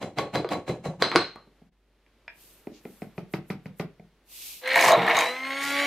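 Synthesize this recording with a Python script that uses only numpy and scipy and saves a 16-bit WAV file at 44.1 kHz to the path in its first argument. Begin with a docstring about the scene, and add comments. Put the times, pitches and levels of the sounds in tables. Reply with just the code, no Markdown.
"""A hand blender starts in thick paste, labours and spins free: harmonics of a loaded shaft, noise and impacts.
Before it, a glass spice jar is shaken over a plastic jug and knocks on the blender: struck modes and grain noise.
After two soft bumps of a handled container, a salt tub is tilted and tapped with a finger, its salt sliding:
the notes of hollows and noise swells.
A small tiled kitchen answers with decaying noise; air noise and, until the blender starts, a low hum lie beneath."""
import sys
import numpy as np
from scipy import signal
from scipy.fft import rfft, irfft, next_fast_len
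from scipy.io import wavfile
from scipy.ndimage import map_coordinates

SR = 44100
rng = np.random.default_rng(int(sys.argv[2]) if len(sys.argv) > 2 else 0)


def store_pcm(level_fs):
    """Save levels as 16-bit WAV."""
    pcm = np.round(np.clip(level_fs, -1, 1) * 32767).astype(np.int16)
    wavfile.write(sys.argv[1], SR, np.atleast_2d(pcm).T)


N = 258426

# Table levels are relative: the functions apply further trims and the room.
MOTOR_ON_S = 4.605
FREE_S = 5.32  # the blade comes clear of the paste


def amp(db):
    """Logarithmic level: decibels become a gain."""
    return 10 ** (np.asarray(db) / 20)


def unit(x):
    """Power normalisation: scale to rms 1."""
    return x / np.sqrt(np.mean(x ** 2) + 1e-20)


def along(points, hz):
    """Logarithmic frequency: read (Hz, value) points on a log axis."""
    f, v = np.transpose(points)
    return np.interp(np.log(hz + 1), np.log(f + 1), v)


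def clock(size=N):
    """Sampling: the time in seconds of each sample."""
    return np.arange(size) / SR


def curves(rows):
    """Linear interpolation: one value per sample for each column after the time."""
    s, *cols = np.transpose(rows)
    return [np.interp(clock(), s, c) for c in cols]


def wobble(rate):
    """Slow random fluctuation: a smooth curve with rate knots a second."""
    knots = rng.standard_normal(int(N * rate / SR) + 4)
    return map_coordinates(knots, [clock() * rate])


def swell(s, rise, fall, power=2):
    """Asymmetric envelope: peaks at s, 20 dB down one rise before and one fall after."""
    t = clock() - s
    return amp(-20 * np.maximum(-t / rise, t / fall) ** power)


def filtered(x, response):
    """Linear filtering: multiply the spectrum of x by a response of frequency."""
    size = x.shape[-1]
    m = next_fast_len(size + 8192)
    return irfft(rfft(x, m) * response(np.fft.rfftfreq(m, 1 / SR)), m)[..., :size]


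def without_bass(x, cut_hz):
    """Radiation cutoff: a small object radiates little far below its lowest mode."""
    return signal.sosfilt(signal.butter(3, cut_hz, "high", fs=SR, output="sos"), x)


# likeness of left and right: frequency_hz, correlation (-1 to 1)
ALIKE = [(200, 0.992), (1000, 0.97), (2300, 0.92), (4000, 0.42), (8000, .25), (13000, 0.04)]


def spread(pair):
    """Interaural coherence: two unrelated signals become a pair alike in the bass, apart in the treble."""
    def mix(hz):
        turn = np.arccos(np.clip(along(ALIKE, hz), -1, 1)) / 2
        return np.array([np.cos(turn), np.sin(turn)])

    mid, side = filtered(pair, mix)
    return np.array([mid + side, mid - side])


def widen(pair, side_db):
    """Mid-side stereo: the level of the difference signal sets the width."""
    mid = (pair[0] + pair[1]) / 2
    side = amp(side_db) * (pair[0] - pair[1]) / 2
    return np.array([mid + side, mid - side])


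def grains(colour, clump_db, clump_rate):
    """Granular noise: countless tiny impacts, arriving in clumps, make a stereo rush of rms 1."""
    clumps = amp(clump_db * np.tanh(wobble(clump_rate) / 2) * 1.6)
    impacts = rng.standard_normal((2, N)) * clumps
    return unit(spread(filtered(impacts, lambda hz: amp(along(colour, hz)))))


def add(track, s, sound):
    """Superposition: mix a sound in at s seconds."""
    part = track[..., max(round(s * SR), 0):][..., :sound.shape[-1]]
    part += sound[..., :part.shape[-1]]


def ring(modes, attack, vary_db=2):
    """Modal vibration: one blow excites decaying modes, at new strengths each time; peak 1."""
    t = clock(SR // 2)
    hz, db, t60 = np.transpose(modes)[..., None]
    strength, phase = rng.standard_normal((2, len(modes), 1))
    level = amp(db + vary_db * strength - 60 * t / t60)
    wave = np.sum(level * np.sin(2 * np.pi * hz * t + phase), 0)
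    wave *= 1 - np.exp(-t / attack)
    return wave / np.abs(wave).max()


def crack(t60):
    """Contact noise: a short burst of decaying noise."""
    return amp(-60 * clock(SR // 2) / t60) * rng.standard_normal(SR // 2)


def far_wall(x, echo_db, delay, dull_hz):
    """Single reflection: the far wall returns the low part of a sound a moment later."""
    def reflection(hz):
        return np.exp(-2j * np.pi * hz * delay) / (1 + (hz / dull_hz) ** 2)

    return x + amp(echo_db) * filtered(x, reflection)


# kitchen decay: frequency_hz, t60_s
KITCHEN = [(120, 0.27), (400, 0.28), (1000, 0.24), (3000, 0.28), (7000, 0.092), (14000, 0.16)]


def kitchen(x, wet_db, build=0.0034):
    """Reverberation: worktop and tiles answer, each frequency dying at its own speed."""
    hz, t, z = signal.stft(rng.standard_normal((2, SR // 2)), SR, nperseg=256)
    decay = amp(-60 * t / along(KITCHEN, hz)[:, None])
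    tail = signal.istft(z * decay, SR, nperseg=256)[1]
    tail = spread(tail * (1 - np.exp(-clock(tail.shape[1]) / build)))
    echo = signal.fftconvolve(np.atleast_2d(x), tail / np.linalg.norm(tail[0]), axes=1)
    return x + amp(wet_db) * echo[:, :x.shape[-1]]


# air noise over time: time_s, level_db
ROOM_TONE = [(0, -68.5), (1.6, -66), (1.75, -74), (2.1, -67.5), (2.5, -63), (3.1, -62), (4.2, -67),
             (5.8, -61.5)]
# spectrum of the air: frequency_hz, level_db_per_hz
AIR = [(60, -1.5), (150, 0), (350, 2.5), (800, -6), (2000, -9), (4000, -13), (8000, -24), (13000, -23.5),
       (15500, -40)]


def background():
    """Stationary noise plus a tone: kitchen air and a hum until the blender starts; the level dips briefly."""
    air_db, = curves(ROOM_TONE)
    air = unit(spread(filtered(rng.standard_normal((2, N)), lambda hz: amp(along(AIR, hz)))))
    hum = amp(-65.5 + 0.67 * wobble(9.4)) * np.sin(2 * np.pi * 49 * clock())
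    hum *= np.clip((MOTOR_ON_S - clock()) / 0.023, 0, 1)
    dip = amp(-18 * np.exp(-((clock() - 1.708) / .012) ** 2))
    return dip * (hum + amp(air_db) * air)


# clicks of the tub's plastic lid: start_s, level_db
CLICKS = [(2.062, -52), (2.278, -26.5)]
# modes of the lid: pitch_hz, level_db, t60_s
LID = [(692, -13, 0.018), (940, -13, 0.027), (1684, -2.5, 0.0099), (2010, 4.5, .008), (2360, 3.5, 0.01),
       (2700, -7.5, 0.017), (3280, -8, 0.0084), (5100, -12.5, 0.0096)]


def lid_clicks():
    """Modal vibration of a thin plate: the plastic snaps."""
    out = np.zeros((2, N))
    for s, db in CLICKS:
        snap = ring(LID, attack=0.00082) + 0.022 * crack(0.0038)
        add(out, s + 0.0017, kitchen(amp(db - 1.5) * snap, wet_db=-7.0))
    return out


# two soft bumps of a handled container, then finger taps on the tub:
# start_s, thump_level_db, tick_db (above thump), hollow_pitch_hz, hollow_db (above thump)
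BUMPS_AND_TAPS = [(1.471, -47.5, -19, 200, -3.5), (1.617, -45, -25, 189.3, 0.5),
                  (2.67, -24, -19, 219.4, -9.5), (2.852, -25.5, -15, 215, -7), (3.019, -22.5, -14, 194, -7),
                  (3.179, -22.5, -11.5, 174, -4), (3.337, -18, -8.5, 174, -3.5),
                  (3.501, -19, -9.5, 170, -4.5), (3.657, -29.5, -8, 167, 1), (3.797, -19.5, -8.5, 168, -4),
                  (3.996, -37, -13.5, 173, -2)]
# modes of the container's body: pitch_hz, level_db, t60_s
CONTAINER_BODY = [(315, -6, 0.031), (410, 2, 0.018), (581, -0.5, 0.013), (743, -7, 0.02)]
# modes of the container's wall: pitch_hz, level_db, t60_s
CONTAINER_WALL = [(914, -6.5, 0.04), (1312, -9.5, 0.053), (1490, -7, 0.011), (2100, 13, 0.0082),
                  (2385, 6, 0.011), (2910, -9.5, 0.011), (4460, -10, 0.013)]
HOLLOW_T60_S = 0.036


def bumps_and_taps():
    """Cavity and wall resonance: two soft bumps of a handled container, then finger taps on the tub.

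    Each thumps a hollow and ticks; over the taps the note mostly deepens as the salt runs forward."""
    out = np.zeros((2, N))
    for s, db, tick_db, hollow_hz, hollow_db in BUMPS_AND_TAPS:
        hollow = amp(db + hollow_db) * ring([(hollow_hz, 0, HOLLOW_T60_S)], attack=0.0026)
        body = ring(CONTAINER_BODY, attack=0.0046, vary_db=0.5)
        thump = without_bass(hollow, cut_hz=104) + amp(db - 3.0) * without_bass(body, cut_hz=277)
        thump = far_wall(thump, echo_db=-3.5, delay=.047, dull_hz=260)
        tick = amp(db + tick_db + 2.5) * (ring(CONTAINER_WALL, attack=0.00069) + .06 * crack(0.012))
        add(out, s + 0.00083, kitchen(thump, wet_db=-8.5) + kitchen(tick, wet_db=-13))
    return out


# salt slides as the tub tilts: peak_s, rise_s, fall_s, slide_level_db, fizz_db (above slide)
TILTS = [(2.43, 0.1, 0.28, -63, 6), (2.762, 0.052, 0.058, -59, -18), (2.93, 0.17, .21, -69, 7),
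         (4.35, .08, 0.11, -53, 4.5), (4.47, 0.12, 0.2, -45.5, 2.5)]
# spectrum of sliding crystals: frequency_hz, level_db_per_hz
SALT_HISS = [(1200, -57), (1900, -9), (2600, 1.5), (4600, 0.5), (7000, -2), (10000, -32.5)]
# spectrum of the finest stream: frequency_hz, level_db_per_hz
SALT_FIZZ = [(5000, -18), (8000, -4.5), (10000, -5), (12500, 1), (14000, -1.5), (15700, -11.5)]
# spectrum of crystals landing on the wall: frequency_hz, level_db_per_hz
SALT_RATTLE = [(400, -12), (900, 0), (1350, 1.5), (1750, -3.5), (2300, -3), (3200, -10.5), (5000, -10),
               (7000, -22), (11000, -37)]
JOLT_RISE_S, JOLT_FALL_S, LANDING_T60_S = 0.036, 0.058, 0.14  # grains jump with each bump or tap and land
JOLT_FIZZ_DB, LANDING_DB = -18.5, -2  # for a 0 dB tick
JOLT_GROWS = 1.34  # dB per dB of tick


def salt():
    """Granular flow: crystals slide at each tilt; each bump or tap adds a fine fizz and a landing rattle."""
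    slide, fizz, rattle = np.zeros((3, N))
    for s, rise, fall, db, fizz_db in TILTS:
        flow = amp(db) * swell(s, rise, fall)
        slide += flow
        fizz += amp(fizz_db) * flow
    for s, db, tick_db, *_ in BUMPS_AND_TAPS:
        jolt = amp(JOLT_GROWS * (db + tick_db))
        t = clock() - s
        fizz += amp(JOLT_FIZZ_DB) * jolt * swell(s, JOLT_RISE_S, JOLT_FALL_S, power=1.3)
        rattle += amp(LANDING_DB) * jolt * (t > 0) * amp(-60 * np.abs(t) / LANDING_T60_S)
    landing = kitchen(rattle * grains(SALT_RATTLE, clump_db=5, clump_rate=700), wet_db=-9)
    hiss = slide * grains(SALT_HISS, clump_db=4.5, clump_rate=4300)
    return landing + hiss + fizz * grains(SALT_FIZZ, clump_db=1.5, clump_rate=900)


# throws of spice along the jar: start_s, level_db, note_db (jar's lowest note above the throw)
SHAKES = [(0.029, -28.5, -19), (0.191, -20, -5), (0.355, -19, -14), (0.524, -21, -7.5),
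          (0.692, -24.5, -28.5), (0.859, -28, -13.5), (1.021, -23.5, -2), (1.16, -24.5, -2)]
# modes of the jar in the hand: pitch_hz, width_hz, level_db
HELD_JAR = [(1098, 26, 12), (2090, 60, 8), (4010, 30, 15)]
# spectrum of the thrown spice: frequency_hz, level_db_per_hz
SPICE = [(60, -21), (130, 0.5), (200, -2), (450, -3.5), (750, -2.5), (950, -8), (1120, -10.5),
         (1500, -14.5), (2300, -15), (4000, -24), (6000, -41)]
# spectrum of its dust: frequency_hz, level_db_per_hz
FIZZ = [(1500, -27), (4000, -2.5), (7000, 3.5), (10000, -6.5), (13000, -25), (16000, -37.5)]
GATHER_S, SETTLE_T60_S, FIZZ_T60_S = 0.024, 0.15, 0.26  # a throw builds, its lumps settle, its dust settles
FIZZ_DB, FIZZ_GROWS = -42.5, 0.36  # dust of a 0 dB throw; dB per dB of throw


def held_jar(hz):
    """Damped resonance: the response of the modes that the gripping hand leaves free."""
    total = 0
    for mode_hz, width, db in HELD_JAR:
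        damping = 1j * hz * width
        total = total + amp(db) * damping / (mode_hz * mode_hz - hz * hz + damping)
    return total


def spice():
    """Granular excitation: each shake gathers the spice, throws it on the glass and lets it settle."""
    body, fizz = np.zeros((2, N))
    for s, db, _ in SHAKES:
        before, after = np.minimum(clock() - s, 0), np.maximum(clock() - s, 0)
        gather = amp(-20 * (before / GATHER_S) ** 2)
        body += amp(db - 6.5) * gather * amp(-60 * after / SETTLE_T60_S)
        fizz += amp(FIZZ_DB + FIZZ_GROWS * db) * gather * amp(-60 * after / FIZZ_T60_S)
    glass = filtered(body * rng.standard_normal(N), held_jar)
    powder = grains(SPICE, clump_db=3, clump_rate=450)
    rattle = far_wall(body * powder, echo_db=-3.0, delay=0.046, dull_hz=900)
    dust = fizz * grains(FIZZ, clump_db=1.0, clump_rate=210)
    return kitchen(rattle + dust, wet_db=-9.5) + kitchen(glass, wet_db=-13.5)


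# lowest note of the jar: pitch_hz, level_db, t60_s
JAR_NOTE = [(1110, 0, .17)]
# clods dropping into the jug: start_s, level_db
CLODS = [(0.041, -31), (0.372, -26.5), (0.698, -23), (0.722, -27.5), (0.857, -30), (0.885, -25)]
# modes woken by a clod: pitch_hz, level_db, t60_s
CLOD = [(163, -0.5, 0.096), (212, -4, 0.052)]
LUMP_COUNT, PATTER_S, LUMP_DB, LUMP_FADE_DB_PER_S = 12, .1, -6, 120
LUMP_HZ, LUMP_SPREAD = 570, .3  # typical pitch of a lump, and its log scatter


def lumps():
    """Impact pulses: each throw rings the jar's lowest note and patters; big clods thump into the jug."""
    out, t = np.zeros(N), clock(SR // 20)
    for s, db, note_db in SHAKES:
        add(out, s - .004, amp(db + note_db) * ring(JAR_NOTE, attack=0.0015))
        for k, (jitter, pitch, size) in enumerate(rng.standard_normal((LUMP_COUNT, 3))):
            late = PATTER_S * (k + .4 * jitter) / LUMP_COUNT
            cycles = LUMP_HZ * np.exp(LUMP_SPREAD * pitch) * t
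            lump = np.sin(2 * np.pi * cycles) * cycles * np.exp(1 - cycles)
            lump_db = db + LUMP_DB + 2 * size - LUMP_FADE_DB_PER_S * late
            add(out, s + late, amp(lump_db) * lump)
    clods = np.zeros(N)
    for s, db in CLODS:
        add(clods, s, amp(db) * ring(CLOD, attack=0.0037))
    clods = far_wall(clods, echo_db=-12, delay=0.095, dull_hz=320)
    return kitchen(out, wet_db=-11.5) + kitchen(clods, wet_db=-14.5)


# long ring of the jar: pitch_hz, level_db, t60_s
GLASS = [(1140, -6, 0.14), (1490, -16, 0.3), (3580, -19, .2), (3980, -12, 0.36), (4190, -7, 0.35),
         (4700, -17, .27), (5050, -16, 0.3), (6130, -20, 0.29), (7900, -17, 0.25), (10250, -12, .19)]
WASH_DB, WASH_T60_S = -4, .33  # its countless weaker modes merge into a wash


def glass_ring(smear_db, smear_rate):
    """Modulated modes: the jar's long ring, unsteady in level and phase as it moves in the hand."""
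    t = clock(SR // 2)
    hz, db, t60 = np.transpose(GLASS)[..., None]
    knots = rng.standard_normal((len(GLASS), SR // 50))
    drift = np.array([map_coordinates(row, [t * smear_rate]) for row in knots])
    level = amp(db + 4.6 * drift[:, ::-1] - 60 * t / t60)  # reversed, so level and phase drift apart
    wave = level * np.sin(2 * np.pi * hz * t + amp(smear_db) * drift)
    wash = filtered(amp(WASH_DB) * crack(WASH_T60_S), lambda hz: 1 / (1 + (hz / 5200) ** 4))
    return (wave.sum(0) + wash) * (1 - np.exp(-t / 0.00057))


# jar strikes blender: start_s, thud_level_db, clack_db (above thud), clack_edge_hz, ring_db (above clack)
KNOCKS = [(0.027, -28.5, 6, 5670, -34), (0.185, -19.5, 8.5, 5730, -27), (0.355, -17, 5.5, 6900, -24.5),
          (0.445, -18.5, 3.5, 2340, -18.5), (0.489, -35.5, 14.5, 9000, -26), (0.515, -18, 2, 2200, -30),
          (0.532, -21, 2.5, 4900, -41.5), (0.695, -18.5, -9, 5087, -29.5), (0.859, -21.5, -20, 2990, -32),
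          (1.022, -11.5, 12, 5926, -20), (1.115, -24, 16, 2528, -12.5), (1.152, -11.5, -4, 4500, -23.5),
          (1.158, -7, 11, 5540, -21.5), (1.358, -39, 20, 1300, -19)]
# modes of the blender housing: pitch_hz, level_db, t60_s
BLENDER_BODY = [(175.8, -21.5, 0.2), (355, -7.5, 0.063), (478, 4.5, 0.021), (658, -4, 0.023)]
# short modes of the jar: pitch_hz, level_db, t60_s
JAR = [(940, -7.5, 0.021), (1520, 3.5, 0.0052), (2145, 5, 0.0052), (3360, -3.5, 0.0097),
       (4540, 1.5, 0.0023), (4740, -1, 0.0074), (6200, -14.5, 0.013), (11000, -32, 0.0074)]


def jar_knocks():
    """Collision of two bodies: the housing thuds, the glass clacks and rings on, each under its own treble edge."""
    out = np.zeros((2, N))
    for s, db, clack_db, edge_hz, ring_db in KNOCKS:
        thud = amp(db - 1) * without_bass(ring(BLENDER_BODY, attack=.001), cut_hz=200)
        clack = amp(db + clack_db - 3) * (ring(JAR, attack=0.00024) + .5 * crack(0.0037))
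        singing = amp(db + clack_db + ring_db) * glass_ring(smear_db=3, smear_rate=200)
        glass = np.array([clack, singing])
        clack, singing = filtered(glass, lambda hz: 1 / (1 + (hz / edge_hz) ** 3))
        knock = kitchen(thud, wet_db=-9.5) + kitchen(clack, wet_db=-7) + kitchen(singing, wet_db=-5.5)
        add(out, s + 0.00093, knock)
    return out


# crumbs flung at the jug wall: start_s, level_db
PINGS = [(4.756, -23.5), (4.81, -14), (4.839, -18.5), (4.881, -17.5), (4.92, -12), (5.169, -15.5),
         (5.189, -12), (5.208, -18)]
# modes of that wall: pitch_hz, level_db, t60_s
JUG_WALL = [(3810, -2.5, 0.012), (4920, -13, 0.0071), (6510, -5, 0.013), (7250, -3.5, 0.0059)]


def pings():
    """Modal impact: hard crumbs snap against the jug wall."""
    out = np.zeros(N)
    for s, db in PINGS:
        add(out, s, amp(db) * (ring(JUG_WALL, attack=0.00032) + 0.26 * crack(.008)))
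    return kitchen(out, wet_db=-4.5)


# blade hits big lumps: start_s, gulp_level_db, smack_db (above gulp)
CHOPS = [(4.674, -24, 10.5), (4.732, -18, 2), (4.757, -4.5, 0), (4.774, -9.5, 1), (4.798, -11.5, 2.5),
         (4.811, -15.5, 4.5), (4.838, 2.5, -13.5), (4.863, -4, -9), (4.883, 0.5, -9), (4.912, 0, -22),
         (4.923, -3, -18.5), (4.931, -7.5, -18.5), (4.974, -13.5, -10.5), (5.065, -17, -0.5),
         (5.083, -12.5, -3.5), (5.096, -10.5, -4), (5.17, -4.5, -11), (5.188, -8, -7.5),
         (5.208, -8.5, -5.5)]
# modes of the jug: pitch_hz, level_db, t60_s
JUG = [(536, -35, 0.016), (674.5, -2, 0.066), (957, 9.5, 0.017), (1060, 5, 0.027)]
# modes of the steel guard: pitch_hz, level_db, t60_s
BLADE = [(1844, -5, 0.013), (2220, -3.5, 0.011), (2860, -23, 0.027), (3930, -17, 0.0073),
         (6180, -34.5, 0.013)]


def chops():
    """Coupled impact: a lump caught by the blade gulps in the jug and smacks the steel guard."""
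    out = np.zeros((2, N))
    for s, db, smack_db in CHOPS:
        gulp = amp(db - 10.5) * ring(JUG, attack=0.0058)
        smack = amp(db + smack_db - 2.5) * (ring(BLADE, attack=0.00075) + 0.11 * crack(0.029))
        add(out, s + 0.0013, kitchen(gulp + smack, wet_db=-1.5))
    return out


# blade at work in the paste: time_s, churn_level_db, grind_level_db
PASTE = [(4.62, -29, -26.5), (4.662, -44.5, -29.5), (4.745, -29, -21.5), (4.77, -26.5, -19.5),
         (4.91, -15, -26.5), (5.056, -25, -29.5), (5.086, -15, -17.5), (5.132, -28, -26),
         (5.176, -18.5, -20), (5.328, -40, -40.5), (5.42, -45, -42), (5.8, -39, -37.5), (5.845, -32.5, -34)]
CRUMB_COUNT, CRUMB_DB = 22, 8  # level relative to the grinding


def crumbs():
    """Random impacts: small lumps tick on the guard for as long as the blade is in the paste."""
    _, grind_db = curves(PASTE)
    out = np.zeros(N)
    for s in rng.uniform(MOTOR_ON_S, FREE_S, CRUMB_COUNT):
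        add(out, s, amp(CRUMB_DB) * ring(BLADE, attack=0.0019))
    return kitchen(amp(grind_db) * out, wet_db=-7.0)


def strain():
    """Mechanical load: how hard the blade labours, 0-1."""
    return swell(4.98, rise=.3, fall=.27)


# motor speed: time_s, turns_per_s
SPEED = [(4.62, 251.5), (4.68, 259.5), (4.77, 266.5), (4.88, 259), (4.98, 234), (5.1, 231), (5.18, 235.3),
         (5.225, 239), (5.28, 247), (5.39, 260.3), (5.5, 270.5), (5.64, 279.5), (5.85, 284.3)]


def shaft_angle():
    """Phase as integrated speed: load slows the motor; strain judders it, smearing high tones into a rasp."""
    speed_hz, = curves(SPEED)
    judder = .17 * strain() * wobble(260)
    return 2 * np.pi * np.cumsum(speed_hz * (1 + 0.00088 * wobble(50))) / SR + judder


WHINE_DB, SHAKE_ABOVE_HZ, WHINE_DB_PER_HZ = -35.5, 266.2, 0.695  # grows once the shaft starts to shake


def whine_level():
    """Speed-dependent radiation: the motor's level in dB is steady at low speed and grows as it spins up."""
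    speed_hz, = curves(SPEED)
    return WHINE_DB + WHINE_DB_PER_HZ * np.maximum(speed_hz - SHAKE_ABOVE_HZ, 0)


# bursts of spray: peak_s, rise_s, fall_s, level_db
SPRAYS = [(4.889, 0.16, 0.038, -27), (5.191, 0.082, 0.14, -38), (5.65, 0.047, 0.18, -40)]
# spectrum of the churning: frequency_hz, level_db_per_hz
CHURN = [(70, -20), (130, -47), (300, -5.5), (500, -1), (700, 7), (1100, 0.5), (1400, -5), (2000, -45)]
# spectrum of the grinding: frequency_hz, level_db_per_hz
GRIND = [(900, -36), (1400, -7.5), (1850, -1), (2250, -0.5), (2800, -8), (4100, -9.5), (5200, -23),
         (7000, -38)]
# spectrum of the spray: frequency_hz, level_db_per_hz
SPRAY = [(3000, -6.5), (5000, -3.5), (7000, -4.5), (9000, -8), (13500, -11.5), (15700, -25.5)]
# spectrum of the jug shaken by the labouring blender: frequency_hz, level_db_per_hz
RUMBLE = [(60, -26), (120, 6), (180, 1), (260, -6.5), (450, -38.5)]
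# spectrum of the shaft whirring in its guard: frequency_hz, level_db_per_hz
WHIRR = [(1600, -32), (1950, -5), (2100, -1.5), (2400, -22), (2800, -37.5)]
FREE_GRIND_DB, FREE_SPRAY_DB, WHIRR_DB = -12.5, -21, -13  # relative to the whine
LABOUR_DB = -36  # rumble at the worst strain
CLEARING_DB_PER_S = 4.5  # the blade flings off the last paste once it is free


def paste(angle):
    """Amplitude-modulated noise: grit grinds and spray flies in step with the shaft.

    The blade also churns the jug's hollow, the shaft whirrs, and the jug rumbles while the motor labours."""
    churn_db, grind_db = curves(PASTE) - CLEARING_DB_PER_S * np.maximum(clock() - FREE_S, 0)
    whine_db = whine_level()
    turning = unit(amp(3.6 * np.cos(angle)))
    flung = sum(amp(db) * swell(s, rise, fall) for s, rise, fall, db in SPRAYS)
    grind_level = amp(grind_db - 7.0) + amp(whine_db + FREE_GRIND_DB)
    spray_level = flung + amp(whine_db + FREE_SPRAY_DB)
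    churn = amp(churn_db - 5.5) * grains(CHURN, clump_db=3.0, clump_rate=310)
    grind = grind_level * grains(GRIND, clump_db=9.5, clump_rate=270)
    spray = spray_level * grains(SPRAY, clump_db=4.5, clump_rate=500)
    rumble = amp(LABOUR_DB) * strain() ** 2 * grains(RUMBLE, clump_db=16.0, clump_rate=37)
    whirr = amp(whine_db + WHIRR_DB) * grains(WHIRR, clump_db=4.5, clump_rate=44)
    return kitchen(churn + rumble + whirr + turning * (grind + spray), wet_db=-5.5)


# spectrum of the brushes on the commutator: frequency_hz, level_db_per_hz
BUZZ = [(1200, 11.5), (2200, 3), (4500, -4.5), (6500, -1.5), (10000, -27), (13500, 2), (15700, -27)]
BUZZ_DB = -18.5  # relative to the whine


def brushes(angle, count=128):
    """Periodic friction: brushes scrape the same rough track each turn, chattering into a dense, bright buzz."""
    chatter = .045 * wobble(220)
    place = (angle + chatter) / (2 * np.pi) % 1 * count
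    scrape = map_coordinates(rng.standard_normal(count), [place], mode="grid-wrap")
    buzz = unit(filtered(scrape, lambda hz: amp(along(BUZZ, hz))))
    return kitchen(amp(whine_level() + BUZZ_DB + 2.6 * wobble(17)) * buzz, wet_db=2.5)


UNBALANCE_DB, UNBALANCE_DB_PER_HZ = -34, .55  # level at top speed; growth per turn a second
FREEING_S = 0.07  # how long coming clear takes


def unbalance(angle):
    """Rotating imbalance: the shaft pulls on the housing once a turn, harder the faster it goes."""
    speed_hz, = curves(SPEED)
    free = np.clip((clock() - FREE_S) / FREEING_S, .3, 1)  # the paste steadies the shaft
    level_db = UNBALANCE_DB + UNBALANCE_DB_PER_HZ * (speed_hz - speed_hz.max()) + 0.25 * wobble(9.1)
    return free * amp(level_db) * np.sin(angle)


# shaft tones: multiple_of_speed, level_db
SHAFT = [(2, 1.5), (3, -8), (4, 2.5), (5, -1), (6, -6.5), (7, -8), (8, -1), (9, -13), (10, -10), (11, -9),
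         (12, -8), (13, -21), (14, -23), (15, -27), (16, -9), (17, -21)]
# commutator tones: multiple_of_speed, level_db
COMMUTATOR = [(20, -19.5), (24, -12.5), (30, -48.5), (32, -13.5), (48, -27.5)]
# tones that swell with the motor current: multiple_of_speed
MAGNETIC = (2, 16)
# tones of the twin blade: multiple_of_speed
BLADE_TONES = (2, 4, 8)
# resonances of the motor housing: pitch_hz, width_hz, level_db
HOUSING = [(2100, 85, 13), (3603, 50, 15), (3960, 105, 14)]
LOAD_HUM_DB, UNLOADING_S = 13.5, 0.17  # hum gained at full load; time the load takes to ease
SAG_S, SAG_WIDTH_S, SAG_DB = 5.7, 0.091, -8.5  # the blade's tones sag briefly


def motor(angle):
    """Harmonic series of a rotor: fluttering tones swell as they glide through the housing's resonances.

    Load swells the magnetic hum, and the blade's tones sag once."""
    speed_hz, = curves(SPEED)
    load = np.clip(.5 + (FREE_S - clock()) / UNLOADING_S, 0, 1)
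    sag = SAG_DB * swell(SAG_S, SAG_WIDTH_S, SAG_WIDTH_S)
    tones = np.zeros(N)
    for k, db in SHAFT + COMMUTATOR:
        hum_db = LOAD_HUM_DB * load * (k in MAGNETIC)
        sag_db = sag * (k in BLADE_TONES)
        housing_db = sum(peak / (1 + ((k * speed_hz - hz) / width) ** 2) for hz, width, peak in HOUSING)
        flutter_db = 2 * wobble(22)
        phase = k * angle + .02 * k * wobble(90) + 2 * np.pi * rng.random()
        tones += amp(db + hum_db + sag_db + housing_db + flutter_db) * np.sin(phase)
    return unbalance(angle) + kitchen(amp(whine_level() - 10.5) * tones, wet_db=-12)


def scene():
    """Superposition of sources: spice, then salt, then the blender, over the background."""
    angle = shaft_angle()
    switched_on = np.clip((clock() - MOTOR_ON_S) / 0.067, 0, 1) ** 2
    working = motor(angle) + brushes(angle) + paste(angle) + chops() + pings() + crumbs()
    blender = without_bass(switched_on * working, cut_hz=135)
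    jar = without_bass(jar_knocks(), cut_hz=98) + spice() + lumps()
    handling = bumps_and_taps() + lid_clicks()
    containers = widen(jar, side_db=3.0) + widen(handling, side_db=10) + widen(salt(), side_db=2.0)
    return containers + widen(blender, side_db=-3.5) + background()


def record(dry):
    """Band limitation: the deepest bass and top treble roll off, and nothing remains above the band limit."""
    soft = filtered(without_bass(dry, cut_hz=11), lambda hz: 1 / np.sqrt(1 + (hz / 15000) ** 24))
    return filtered(soft, lambda hz: hz < 15750)


dry = scene()
out = record(dry)
store_pcm(out)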